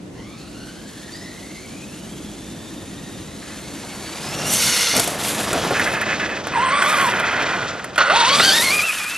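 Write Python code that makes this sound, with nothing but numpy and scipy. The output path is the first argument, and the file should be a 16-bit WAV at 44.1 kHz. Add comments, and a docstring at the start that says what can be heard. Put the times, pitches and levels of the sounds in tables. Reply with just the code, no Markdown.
"""Toy truck in a sandy yard

Microphone pair in a camera on the ground: a radio-controlled truck races in from about 14 m, its gear whine rising.
It leaps with the gears screaming, lands, rattles round behind the camera, then launches past it and away.
Meshing teeth make wavering partials; impacts and noise ring the gear case, shell and motor mount.
Shaped grains give drumming tyres and thrown sand; filtered noise gives distant traffic and faint air."""
import sys
import numpy as np
from scipy import signal
from scipy.fft import rfft, irfft, next_fast_len
from scipy.io import wavfile
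from scipy.ndimage import map_coordinates

SR = 44100
rng = np.random.default_rng(int(sys.argv[2]) if len(sys.argv) > 2 else 0)


def to_wav(s):
    """Save 16-bit WAV."""
    ch = np.atleast_2d(s).T  # columns
    pcm = np.round(np.clip(ch, -1, 1) * 32767)  # PCM
    wavfile.write(sys.argv[1], SR, pcm.astype(np.int16))


N = 404397
TOP_HZ = 15850  # upper band limit


def amp(db):
    """Decibels to gain."""
    return 10 ** (np.asarray(db) / 20)


def unit(x):
    """Scale to rms 1."""
    return x / np.sqrt(np.mean(x ** 2) + 1e-20)


def along(points, hz):
    """Read (f/Hz, value) points on a log frequency axis."""
    f, v = np.transpose(points)
    return np.interp(np.log(hz + 1), np.log(f + 1), v)


def curves(rows):
    """One value per sample for each column after the time."""
    s, *cols = np.transpose(rows)
    return [np.interp(np.arange(N) / SR, s, c) for c in cols]


def level(rows):
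    """Gain of a (t/s, level/dB) curve, fading quickly outside its span."""
    t = np.arange(N) / SR
    before = np.maximum(rows[0][0] - t, 0)
    after = np.maximum(t - rows[-1][0], 0)
    return amp(curves(rows)[0]) * np.exp(-(before + after) / .03)


def envelope(start, rise, hold, fall_db_per_s, db):
    """Gain that rises, holds and dies away."""
    t = np.arange(N) / SR - start
    fall_db = fall_db_per_s * np.maximum(t - rise - hold, 0)
    return np.clip(t / rise, 0, 1) * amp(db - fall_db)


def together(gains):
    """Independent sounds add in power."""
    return np.sqrt(sum(gain ** 2 for gain in gains))


def noise():
    """White noise."""
    return rng.standard_normal(N)


def wobble(rate):
    """A smooth random curve, rate knots a second."""
    knots = rng.standard_normal(int(N * rate / SR) + 4)
    return map_coordinates(knots, [np.arange(N) * rate / SR])


def grains(rate, spread_db, bed_db):
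    """Tiny impacts of scattered size, rate a second, on a bed of countless finer ones."""
    struck = rng.random(N) < rate / SR
    impacts = struck * np.sign(noise()) * amp(spread_db * np.minimum(noise(), 2))
    return unit(unit(impacts) + amp(bed_db) * noise())


def filtered(x, response):
    """x times a complex response of frequency."""
    m = next_fast_len(N + SR // 4)
    spectrum = rfft(x, m) * response(np.fft.rfftfreq(m, 1 / SR))
    return irfft(spectrum, m)[..., :N]


def coloured(x, spectrum):
    """x through a (f/Hz, level/dB) spectrum, at rms 1."""
    return unit(filtered(x, lambda hz: amp(along(spectrum, hz))))


def resonate(x, modes):
    """x through a body's (f/Hz, width/Hz, level/dB) resonances of alternating sign, at rms 1."""
    def body(f):
        total = 0
        for k, (centre, width, db) in enumerate(modes):
            band = 1j * f * width / (centre ** 2 - f ** 2 + 1j * f * width)
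            total = total + (-1) ** k * amp(db) * band
        return total
    return unit(filtered(x, body))


# distant traffic spectrum: (f/Hz, relative level/dB per Hz)
TRAFFIC = [(13, -55), (22, -32), (47, -8.5), (146, -5), (204, 1.5), (239, -5), (301, -1), (413, -13),
           (511, -15.5), (714, -21.5), (1350, -47), (1500, -32), (1950, -95), (3300, -120)]
# faint air spectrum: (f/Hz, relative level/dB per Hz)
AIR = [(30, -6), (400, 12.5), (1000, 2.5), (3000, -5.5), (8000, -13), (12000, -49), (15000, -44.5)]
# level of the distant hum about HUM_DB; the hum falls away during the loud launch: (t/s, level/dB)
HUM_LEVEL = [(0, 2), (.6, 0), (1.7, 0), (2.8, 5), (3.4, 1.5), (6, .5), (8, -5), (8.7, -10), (9.17, -8)]
HUM_DB = -38.5  # shared part of the hum, before HUM_LEVEL


def background():
    """Distant traffic, nearly alike at both ports, and a faint airy hiss, from filtered noise."""
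    apart = np.array([coloured(noise(), TRAFFIC) for _ in range(2)]) * amp(-13)
    hum = coloured(noise(), TRAFFIC) + apart
    air_apart = np.array([coloured(noise(), AIR) for _ in range(2)])
    air = coloured(noise(), AIR) + amp(8) * air_apart
    hum_gain = amp(HUM_DB + 0.92 * wobble(9.8)) * level(HUM_LEVEL)
    return hum_gain * hum + amp(-53.5) * air


def yard(x, t60):
    """Diffuse scatter from ground, trees and houses, different at each port and renewed every 1/28 s."""
    hop, t = SR // 28, np.arange(SR // 16) / SR
    shape = amp(-60 * t / t60) * (1 - np.exp(-t / 0.00097))
    window = np.sqrt(np.hanning(2 * hop))
    padded, out = np.pad(x, (hop, 2 * hop)), np.zeros((2, N + SR))
    for i in range(0, N + hop, hop):
        tail = rng.standard_normal((2, len(t))) * shape / np.linalg.norm(shape)
        part = signal.fftconvolve((padded[i:i + 2 * hop] * window)[None], tail, axes=1)
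        out[:, i:i + part.shape[1]] += part
    return out[:, hop:hop + N]


# the truck's path round the microphones: (t/s, distance/m, bearing: 0 ahead .. 1 far right and behind)
PATH = [(0, 13.7, -0.36), (3.3, 11.3, -0.46), (4.1, 7.5, -0.41), (4.55, 3.5, -0.14), (5.2, 2.1, -0.0075),
        (5.55, 1.22, 0.3), (6.049, 1.43, 0.9), (7.9, 0.91, 0.86), (8.25, 0.68, 1), (8.42, 0.59, 0.53),
        (8.7, 1.19, 0.068), (9.17, 1.8, -0.23)]
# left port's lag for a source far right: (f/Hz, phase/rad)
PORT_PHASE = [(100, 0), (500, 0.5), (3000, 0.57), (4500, 1), (6000, 2), (8000, 3), (10000, 3), (14000, 4)]
# left port over right for a source far right: (f/Hz, level/dB)
PORT_BALANCE = [(200, .5), (1400, -2.5), (3000, -.5), (5200, 3.5), (8000, 0.5), (11000, -4)]


def ports(x):
    """The truck's bearing sets phase and balance between the two microphone ports."""
    hz, t, z = signal.stft(x, SR, nperseg=512)
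    s, _, bearings = np.transpose(PATH)
    bearing = np.interp(t, s, bearings)
    sides = np.array([-.5, .5])[:, None, None]
    turn = np.exp(1j * sides * bearing * along(PORT_PHASE, hz)[:, None])
    shade = amp(-sides * bearing * along(PORT_BALANCE, hz)[:, None])
    return signal.istft(z * turn * shade, SR, nperseg=512)[1][:, :N]


TAKEOFF_S, LANDING_S, LIFT_S = 4.52, 4.94, 0.11  # the leap, and how long the wheels take to leave the ground


def airborne():
    """Rises to 1 as the wheels leave the ground for the leap; 0 on the ground."""
    t = np.arange(N) / SR
    return np.clip((t - TAKEOFF_S) / LIFT_S, 0, 1) * (t < LANDING_S)


# the truck's speed over the ground: (t/s, speed/(m/s))
SPEED = [(0, 0.86), (.6, 3), (1.1, 4.2), (3.3, 4.35), (4.5, 5.8), (5.15, 3.6), (5.7, 3.1), (6.2, 2.2),
         (6.45, 1.4), (6.9, 1.77), (7.5, 1.86), (7.8, 0.7), (8.03, 0.36), (8.25, 1), (8.8, 2.02), (9.17, 1)]
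NEAR_M = 8.1  # around this distance the ground swallows the separate tyre sounds


def rolling():
    """Rolling noise grows with speed and closeness: its gains as heard from near and from afar."""
    distance = curves(PATH)[0]
    gain = curves(SPEED)[0] / distance
    near = 1 / (1 + (distance / NEAR_M) ** 4)
    on_ground = 1 - airborne()
    return gain * np.sqrt(near) * on_ground, gain * np.clip(distance - 2, 0, 1)


# merged hiss of distant tyres and sand: (f/Hz, relative level/dB per Hz)
FAR_SAND = [(60, -40), (500, -9.5), (1000, -3), (2000, -2), (3800, 0.5), (5200, -3), (6600, -1.5),
            (8500, -4), (11500, -5.5), (12800, -20), (15000, -52)]
HISS_DB = -34.5  # for speed in m/s over distance in m, on the ground; silent within 2 m
FLIGHT_HISS_DB = 8.5  # added in the leap: free wheels fling off their sand


def far_tyres():
    """From afar, tyres and flying sand merge into one fine hiss of dense grains."""
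    specks = grains(rate=6000, spread_db=5.5, bed_db=0.0) * amp(0.97 * wobble(50))
    return amp(HISS_DB + FLIGHT_HISS_DB * airborne()) * rolling()[1] * coloured(specks, FAR_SAND)


# tyres drumming on the ground: (f/Hz, relative level/dB per Hz)
DRUM = [(20, -46), (45, -18), (90, -4), (200, 0.5), (350, -2), (600, 1), (900, -3.5), (1400, -7),
        (3000, -58)]
# tyres scraping over grit: (f/Hz, relative level/dB per Hz)
SCRAPE = [(100, -64), (1500, -3.5), (2700, -2.5), (3400, -0.5), (4500, -4.5), (5400, -5.5), (6300, -6.5),
          (7500, -9.5), (12000, -43)]
# thrown sand: (f/Hz, relative level/dB per Hz)
SAND = [(200, -64), (2500, -1), (5500, -1.5), (7500, 3), (10000, 4), (11800, 3.5), (12800, -8),
        (14200, -19.5), (15800, -54)]
# tyres flatten on the take-off bump and on landing: (start t/s, rise/s, hold/s, fall/(dB/s), level/dB)
THUDS = [(4.207, 0.058, 0.44, 195, -36), (4.928, .015, 0.047, 200, -26)]
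# tyres slip and throw sand:
# (start t/s, rise/s, hold/s, fall/(dB/s), scrape level/dB, sand level/dB before shade and trim)
SKIDS = [(3.41, .04, .05, 60, -49, -53), (4.444, 0.077, 0.042, 33, -47, -17),
         (4.932, 0.042, 0.019, 108, -30, -18), (5.175, 0.057, 0.048, 47, -31, -23),
         (5.702, 0.19, 0.024, 63, -42, -24.5), (6.79, 0.067, 0.18, 93, -36, -12),
         (7.974, 0.0055, .03, 100, -28, -45), (8.075, 0.11, 0.39, 23.5, -22, -18.5)]
# hollow tyres boom on the take-off bump: (start t/s, rise/s, hold/s, fall/(dB/s), level/dB)
BOOM = (4, 0.5, 0.2, 150, -36)
# air cavity of the tyres: (f/Hz, width/Hz, level/dB)
TYRE_CAVITY = [(148, 55, 0)]
DRUM_DB, SCRAPE_DB, SAND_DB = -33, -36.5, -39  # rolling at 1 m/s and 1 m; the sand before shade and trim
SAND_TRIM_DB = -4.5
BEHIND_DB = -19.5  # the camera body shades the sand spray from behind
DRUM_END_S, DRUM_FADE_DB_PER_S = 8.76, 108  # the drumming dies away as the truck pulls off


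def tyres():
    """Hollow tyres drum on the ground, scrape over grit and throw up sand: grains shaped by spectrum."""
    drum = coloured(grains(rate=700, spread_db=1.0, bed_db=0.0) * amp(1.1 * wobble(40)), DRUM)
    scrape = coloured(grains(rate=1900, spread_db=5.5, bed_db=1) * amp(2.6 * wobble(60)), SCRAPE)
    sand = coloured(grains(rate=1500, spread_db=6, bed_db=1) * amp(1.8 * wobble(50)), SAND)
    roll = rolling()[0]
    fade_db = DRUM_FADE_DB_PER_S * np.maximum(np.arange(N) / SR - DRUM_END_S, 0)
    shade_db = BEHIND_DB * curves(PATH)[1] ** 4
    drumming = together([amp(DRUM_DB - fade_db) * roll] + [envelope(*row) for row in THUDS])
    scraping = together([amp(SCRAPE_DB) * roll] + [envelope(*shape, db) for *shape, db, _ in SKIDS])
    spraying = together([amp(SAND_DB) * roll] + [envelope(*shape, db) for *shape, _, db in SKIDS])
    boom = envelope(*BOOM) * resonate(noise(), TYRE_CAVITY)
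    spray = amp(shade_db + SAND_TRIM_DB) * spraying * sand
    return drumming * drum + boom + scraping * scrape + spray


# jolts of the truck, each level before its trim in knocks():
# (t/s, clack level/dB, thud level/dB, tick level/dB)
KNOCKS = [(4.965, -16, -19, -13.5), (4.979, -20, -8.5, -33), (4.997, -19, -26, -11.5),
          (5.075, -26, -13, -20), (5.405, -23, -23, -26), (5.53, -13, -13, -19), (5.56, -29, -13, -42),
          (5.707, -14, -10.5, -37), (5.796, -15, -28, -30), (6.013, -16, -26, -25), (6.108, -21, -34, -48),
          (6.47, -15, -30, -29), (6.822, -5.5, -30, -29), (7.198, -8, -31, -27), (7.426, -11, -16, -40),
          (7.795, -19, -40, -49), (7.843, -18, -40, -27), (7.959, -17, -38, -31), (7.98, -10, -21, -21),
          (8.016, -10, -18, -44), (8.119, -16, -15, -46), (8.399, -3, -12, -27), (8.623, -18, -30, -29),
          (8.839, -28, -25, -36)]


def bursts(column, t60):
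    """Gain that jumps at each knock to the level in that column and dies away."""
    gain, t = np.zeros(N + SR), np.arange(SR // 4) / SR
    for row in KNOCKS:
        gain[round(row[0] * SR):][:len(t)] += amp(row[column] - 60 * t / t60)
    return gain[:N]


# resonances of the drivetrain: (f/Hz, width/Hz, level/dB)
DRIVETRAIN = [(620, 150, -7.5), (984, 250, -6), (1440, 130, 2.5), (2010, 130, -3.5), (2413, 63, -3),
              (3260, 380, -13), (4450, 110, -23)]
# thump of the tyres: (f/Hz, relative level/dB per Hz)
THUD = [(50, -21), (150, -2), (450, 3), (700, 4), (1200, -30), (3000, -56)]


def knocks():
    """Each jolt clacks the drivetrain, thumps the tyres and ticks with grit."""
    struck = unit(resonate(noise(), DRIVETRAIN) + amp(-15) * resonate(noise(), CHASSIS))
    clack = bursts(1, t60=0.056) * struck
    thud = bursts(2, t60=0.1) * coloured(noise(), THUD)
    tick = bursts(3, t60=0.036) * coloured(noise(), SAND)
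    return amp(-5) * clack + amp(-7.5) * thud + amp(2.0) * tick


# resonances of the plastic shell and suspension: (f/Hz, width/Hz, level/dB)
CHASSIS = [(1310, 350, -3), (1720, 148, 4), (2050, 177, 0.5), (2576, 97, 1), (3040, 310, -11.5)]
# rough ground shakes the shell: (start t/s, hold/s, level/dB)
SHAKES = [(3.42, 0.15, -44.5), (5.742, 0.022, -21.5), (5.794, 0.0097, -20), (5.858, 0.03, -24),
          (5.935, 0.025, -22.5), (6.01, 0.012, -22), (6.06, .02, -26), (6.09, 0.027, -20),
          (6.193, 0.057, -25), (6.288, 0.073, -29), (6.518, 0.48, -28), (6.99, 0.44, -26),
          (8.705, 0.46, -37)]
SHAKE_RISE_S, SHAKE_FALL_DB_PER_S = 0.0038, 260
RATTLE_DB = -39.5  # rolling at 1 m/s and 1 m


def chassis():
    """Bumps shake the plastic shell and suspension in a fine irregular rattle."""
    shaking = grains(rate=1200, spread_db=3, bed_db=-3) * amp(1.5 * wobble(110))
    shakes = [envelope(s, SHAKE_RISE_S, hold, SHAKE_FALL_DB_PER_S, db) for s, hold, db in SHAKES]
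    return together([amp(RATTLE_DB) * rolling()[0], *shakes]) * resonate(shaking, CHASSIS)


# loose gears grind behind the camera and as the truck pulls away:
# (start t/s, rise/s, hold/s, fall/(dB/s), level/dB)
GRINDS = [(6.39, 0.46, 0.68, 61, -22.5), (8.783, 0.063, 0.37, 30, -35)]


def grind():
    """Loose teeth hammer the drivetrain."""
    teeth = grains(rate=1800, spread_db=1.5, bed_db=-4.0) * amp(2.8 * wobble(130))
    return together(envelope(*row) for row in GRINDS) * resonate(teeth, DRIVETRAIN)


# the motor strains as it brakes, then jerks, judders and catches from standstill:
# (start t/s, rise/s, hold/s, fall/(dB/s), level/dB)
JERKS = [(7.3, .1, 0.24, 55, -31), (7.978, 0.0014, 0.013, 300, -12), (8.004, .005, 0.0087, 900, -11),
         (8.027, .004, .05, 62, -18.5), (8.096, .004, .009, 500, -13), (8.112, .005, 0.068, 32, -22)]
# resonances of the motor mount: (f/Hz, width/Hz, level/dB)
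MOTOR_MOUNT = [(583, 76, -6.5), (1160, 290, -5.5), (1448, 120, 1.5), (1980, 170, -8.5), (2780, 300, -13.5),
               (3700, 690, -21), (4400, 150, -14.5)]


def restart():
    """Braking or stalled, the motor hammers its mount, with a few hard jerks before it runs freely."""
    hammering = grains(rate=1800, spread_db=1.5, bed_db=-4.5)
    ring = unit(np.tanh(resonate(hammering, MOTOR_MOUNT) / 2))  # the mount gives only so far
    return together(envelope(*row) for row in JERKS) * ring


# resonances of the gear case: (f/Hz, width/Hz, level/dB)
GEARBOX = [(496, 48, -2), (980, 26, -2.5), (1416, 98, 0), (2126, 150, 2), (2916, 105, 2.5), (3530, 110, 0),
           (4450, 290, 2), (5450, 140, 3), (6050, 310, 0), (6700, 210, -3.5), (9900, 400, -22),
           (10670, 250, -7), (11000, 64, -16), (12540, 33, -31.5)]
# the gears scream during the leap: (start t/s, rise/s, hold/s, fall/(dB/s), level/dB)
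SCREAM = (4.5, 0.1345, 0.34, 130, -21)
WHINE_CASE_DB = -8  # the case rings along under the distant whine, relative to its level curve
CASE_DRIFT = .016  # relative wander of the case's pitches


def gearbox():
    """Tooth impacts ring the gear case, up to a scream when the truck is in the air; its pitches waver."""
    teeth = grains(rate=5000, spread_db=3, bed_db=-2) * amp(1.3 * wobble(70))
    wavering = np.cumsum(1 + CASE_DRIFT * wobble(40))  # uneven reading position, in samples
    ring = map_coordinates(resonate(teeth, GEARBOX), [wavering], mode="mirror")
    return together([envelope(*SCREAM), amp(WHINE_CASE_DB) * level(FAR_LEVEL)]) * ring


CHOPPER_DB = -9.5  # the speed controller sings under the whine, relative to the drive
FULL_THROTTLE_HZ = 2300  # mesh pitch at which it stops chopping on the launch


def controller(chop_hz):
    """The chopped motor current makes the windings sing fitfully near one pitch, at part throttle only."""
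    tone = np.sin(2 * np.pi * chop_hz * np.arange(N) / SR + 2.6 * wobble(260))
    part_throttle = np.clip(2 * (1 - mesh_hz(LAUNCH_PITCH) / FULL_THROTTLE_HZ), 0, 1)
    turn_current = amp(-3) * throttle(TURN_PITCH) * envelope(*TURN)
    current = turn_current + part_throttle * level(LAUNCH_LEVEL)
    fitful = amp(5 * np.tanh(wobble(22)) + 3 * wobble(90))
    return amp(CHOPPER_DB) * current * unit(tone * fitful)


# bouncing tyres grip and drag the motor down for a moment: (t/s, share of speed lost)
GRIPS = [(6.581, .17), (6.69, 0.081), (6.835, .11), (6.985, 0.1), (8.24, .12), (8.39, .11), (8.505, .12),
         (8.605, .11), (8.689, .1), (8.811, 0.097), (8.9, 0.12), (9.069, 0.053)]
GRIP_S = .045  # time to sag, and to recover


def mesh_hz(pitch):
    """The gear mesh follows the throttle and sags wherever the tyres grip."""
    t = np.arange(N) / SR
    sag = sum(share * np.maximum(1 - np.abs(t - s) / GRIP_S, 0) for s, share in GRIPS)
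    return curves(pitch)[0] * (1 - sag)


def throttle(pitch):
    """1 while the throttle is pulled; the drive lets go quickly afterwards."""
    return level([(pitch[0][0], 0), (pitch[-1][0], 0)])


# bumps unload the gears and the whine breaks up: (t/s, half length/s)
SLACK = [(6.83, 0.015), (6.97, 0.0061), (8.376, 0.01), (8.942, 0.029)]
CHATTER_SHARE = .03  # always broken up


def backlash():
    """Share of the whine that is broken into chatter: a little always, nearly all when the teeth go slack."""
    t = np.arange(N) / SR
    slack = sum(np.exp(-((t - s) / half) ** 4) for s, half in SLACK)
    return np.clip(CHATTER_SHARE + slack, 0, .95)


# how strongly the truck radiates each frequency of the whine: (f/Hz, level/dB)
RADIATION = [(300, -16), (600, 2.5), (1200, 1), (1900, -1.5), (2200, -0.5), (2450, 0.5), (2800, -0.5),
             (3600, 2.5), (4000, 1.5), (4500, 2.5), (5000, -3), (5500, -7.5), (5800, -5.5), (6200, -6),
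             (6800, -24), (12000, -4)]
# slow gears rattle in their backlash and smear the overtones; fast ones run truer:
# (mesh f/Hz, extra blur factor)
LOOSENESS = [(1200, 2.2), (1500, 1.25), (2500, 1)]
HARD_BITE_LOSS = 0.62  # dB given up by the mesh tone, and any below it, per dB of hard bite
SLACK_DB = -3  # drop of the whine for wholly slack teeth
CHATTER_RATE = 700  # random knots a second


def whine(pitch, strength, orders, bite, waver, blur, smear_hz, flutter_db):
    """Meshing teeth: the speed wavers with the ground, and backlash smears the higher partials most."""
    steady = mesh_hz(pitch)
    hz = steady * (1 + waver * wobble(220))
    phase = 2 * np.pi * np.cumsum(hz) / SR
    bite_db = along(bite, steady)
    tone = np.zeros(N)
    for multiple, db in orders:
        loose = blur * max(multiple, 1 / multiple) ** .4
        lift_db = -HARD_BITE_LOSS * np.maximum(bite_db, 0)
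        if multiple > 1:
            loose = loose * along(LOOSENESS, steady)
            lift_db = bite_db
        rate = smear_hz * max(multiple, 1) ** .5
        smear = (1 + loose * (wobble(rate) + 1j * wobble(rate))) / np.sqrt(.5 + loose ** 2)
        in_band = multiple * hz < TOP_HZ
        gain = amp(db + along(RADIATION, multiple * hz) + lift_db) * in_band
        tone += gain * np.real(smear * np.exp(1j * multiple * phase))
    slack = backlash()
    chatter = np.sqrt(1 - slack) + np.sqrt(slack) * wobble(CHATTER_RATE)
    flutter = amp(SLACK_DB * slack + flutter_db * wobble(45))
    return tone * chatter * throttle(pitch) * strength * flutter


# gear mesh on the three pulls of the throttle, before the grips' sag: (t/s, f/Hz)
FAR_PITCH = [(.16, 941), (.45, 1330), (.85, 1600), (1.1, 1830), (1.65, 2202), (1.95, 2720), (2.12, 3235),
             (2.5, 3566), (3.2, 3765), (3.75, 4400), (4.1, 4520), (4.2, 4880), (4.31, 5170), (4.36, 5660),
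             (4.42, 5560), (4.475, 5680), (4.52, 6150), (4.58, 6320)]
TURN_PITCH = [(6.535, 1080), (6.64, 1057), (6.77, 1170), (6.87, 1190), (6.915, 1245), (7.03, 1120),
              (7.075, 965), (7.09, 955)]
LAUNCH_PITCH = [(8.09, 560), (8.12, 680), (8.16, 934), (8.33, 1109), (8.47, 1624), (8.56, 1880),
                (8.655, 2260), (8.77, 2480), (8.87, 2816), (8.95, 2730), (9.0, 2435), (9.06, 2502),
                (9.1, 2630), (9.17, 2665)]
# wheels spinning free off a bump: (t/s, f/Hz)
FREE_SPIN = [(1.11, 4550), (1.18, 4920), (1.25, 5260)]
# one strand of the whine holds its pitch into the leap: (t/s, f/Hz)
HELD_PITCH = [(4.44, 5620), (4.52, 5700), (4.66, 5560)]
# drive level of the whine on the distant pull and on the launch: (t/s, level/dB)
FAR_LEVEL = [(.18, -43), (.4, -48), (.9, -49), (1.15, -44.5), (1.8, -48), (2.1, -54), (3.4, -54.5),
             (3.8, -56.5), (4.15, -47), (4.37, -34.5), (4.52, -27.5), (4.58, -24)]
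LAUNCH_LEVEL = [(8.09, -25), (8.15, -20), (8.35, -20.5), (8.48, -19), (8.62, -21.5), (8.8, -20), (8.9, -21),
                (8.97, -28.5), (9.17, -30)]
# drive of the free spin, the turn behind the camera and the held strand:
# (start t/s, rise/s, hold/s, fall/(dB/s), level/dB)
SPIN = (1.11, .03, .11, 300, -42.5)
TURN = (6.53, .025, .535, 400, -22)
HELD = (4.44, .07, .14, 200, -27)
# partials of the gear train, with rough side tones from the turn onwards: (multiple of mesh f, level/dB)
FAR_ORDERS = [(1, 1.5), (2, -4.5), (3, -10)]
TURN_ORDERS = [(.5, -14), (1, 0), (1.8, -9.5), (2, -9), (2.75, -17), (3, -14), (4, -21)]
LAUNCH_ORDERS = [(.5, -12), (1, 0), (2, -5), (2.35, -14), (2.8, -8), (3, -6), (3.5, -8), (4, -5),
                 (4.5, -10), (5, -13)]
# teeth bite hardest where the motor pulls hardest, which lifts their overtones: (mesh f/Hz, level/dB)
BITE = [(500, -15), (1050, -0.5), (1500, 3), (1850, 2.5), (2250, -4), (2700, -18)]
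# overtones of the distant pull fade as the truck gets up to speed: (mesh f/Hz, level/dB)
FAR_BITE = [(950, 0), (1500, 0), (1800, -3), (2200, -9), (3500, -12)]
# a tone an octave below the mesh comes in at high speed: (mesh f/Hz, level/dB)
HALF_TONE = [(3300, -12), (3600, 0), (3720, 4), (4000, 1), (4450, 4.5), (4900, -4), (5300, -6), (5560, -2),
             (5750, -8), (6000, -15)]
# sound grazing the ground from afar: (f/Hz, level/dB)
GROUND_DIP = [(500, -21), (1100, -10.5), (1800, 0), (3500, -0.5), (6500, 3), (9000, -13)]
# further rings of the gear case: (f/Hz, width/Hz, level/dB)
FAR_CASE = [(4250, 300, 0), (5220, 150, -7)]
# the gear case rings as the distant truck gathers speed: (start t/s, rise/s, hold/s, fall/(dB/s), level/dB)
FAR_CASE_RING = (.15, .2, .95, 12, -52.5)


def motor():
    """Three pulls of the throttle and a short free spin of the wheels; distance blurs the first pull."""
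    distant, blur = level(FAR_LEVEL), .6 + .22 * curves(PATH)[0]
    far = whine(FAR_PITCH, distant, FAR_ORDERS, FAR_BITE,
                waver=.012, blur=blur, smear_hz=270, flutter_db=2.5)
    half_gain = amp(along(HALF_TONE, mesh_hz(FAR_PITCH)))
    far += whine(FAR_PITCH, distant * half_gain, [(.5, 0)], FAR_BITE,
                 waver=.012, blur=blur, smear_hz=170, flutter_db=2.5)
    far = filtered(far, lambda hz: amp(along(GROUND_DIP, hz)))
    spin = whine(FREE_SPIN, envelope(*SPIN), [(1, 0)], FAR_BITE,
                 waver=.003, blur=.35, smear_hz=197, flutter_db=1.5)
    held = whine(HELD_PITCH, envelope(*HELD), [(1, 0)], FAR_BITE,
                 waver=.01, blur=1.2, smear_hz=260, flutter_db=2)
    turn = whine(TURN_PITCH, envelope(*TURN), TURN_ORDERS, BITE,
                 waver=.014, blur=.32, smear_hz=240, flutter_db=1.3)
    launch = whine(LAUNCH_PITCH, level(LAUNCH_LEVEL), LAUNCH_ORDERS, BITE,
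                   waver=.014, blur=.31, smear_hz=250, flutter_db=1.1)
    case_ring = envelope(*FAR_CASE_RING) * resonate(noise(), FAR_CASE) * amp(2 * wobble(20))
    return far + spin + held + turn + launch + case_ring


# diffuse share for a truck 1 m away: (f/Hz, level/dB)
SCATTER = [(100, -16), (3000, -42.5), (7000, -11), (11000, -18)]


def scene():
    """The truck in its yard; the gritty ground scatters treble most, and more so from afar."""
    on_ground = far_tyres() + tyres() + knocks() + chassis()
    drive = grind() + restart() + gearbox() + controller(chop_hz=8150) + motor()
    truck = on_ground + drive
    farther_wetter = truck * np.sqrt(curves(PATH)[0])
    scattered = filtered(farther_wetter, lambda hz: amp(along(SCATTER, hz)))
    return background() + yard(scattered, t60=0.026) + ports(truck)


CEILING = .95  # full scale is 1


def record(dry):
    """The camera rounds off the loudest peaks and keeps nothing above its band limit."""
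    rounded = dry / (1 + (dry / CEILING) ** 8) ** (1 / 8)
    return filtered(rounded, lambda hz: hz < TOP_HZ)


dry = scene()
out = record(dry)
to_wav(out)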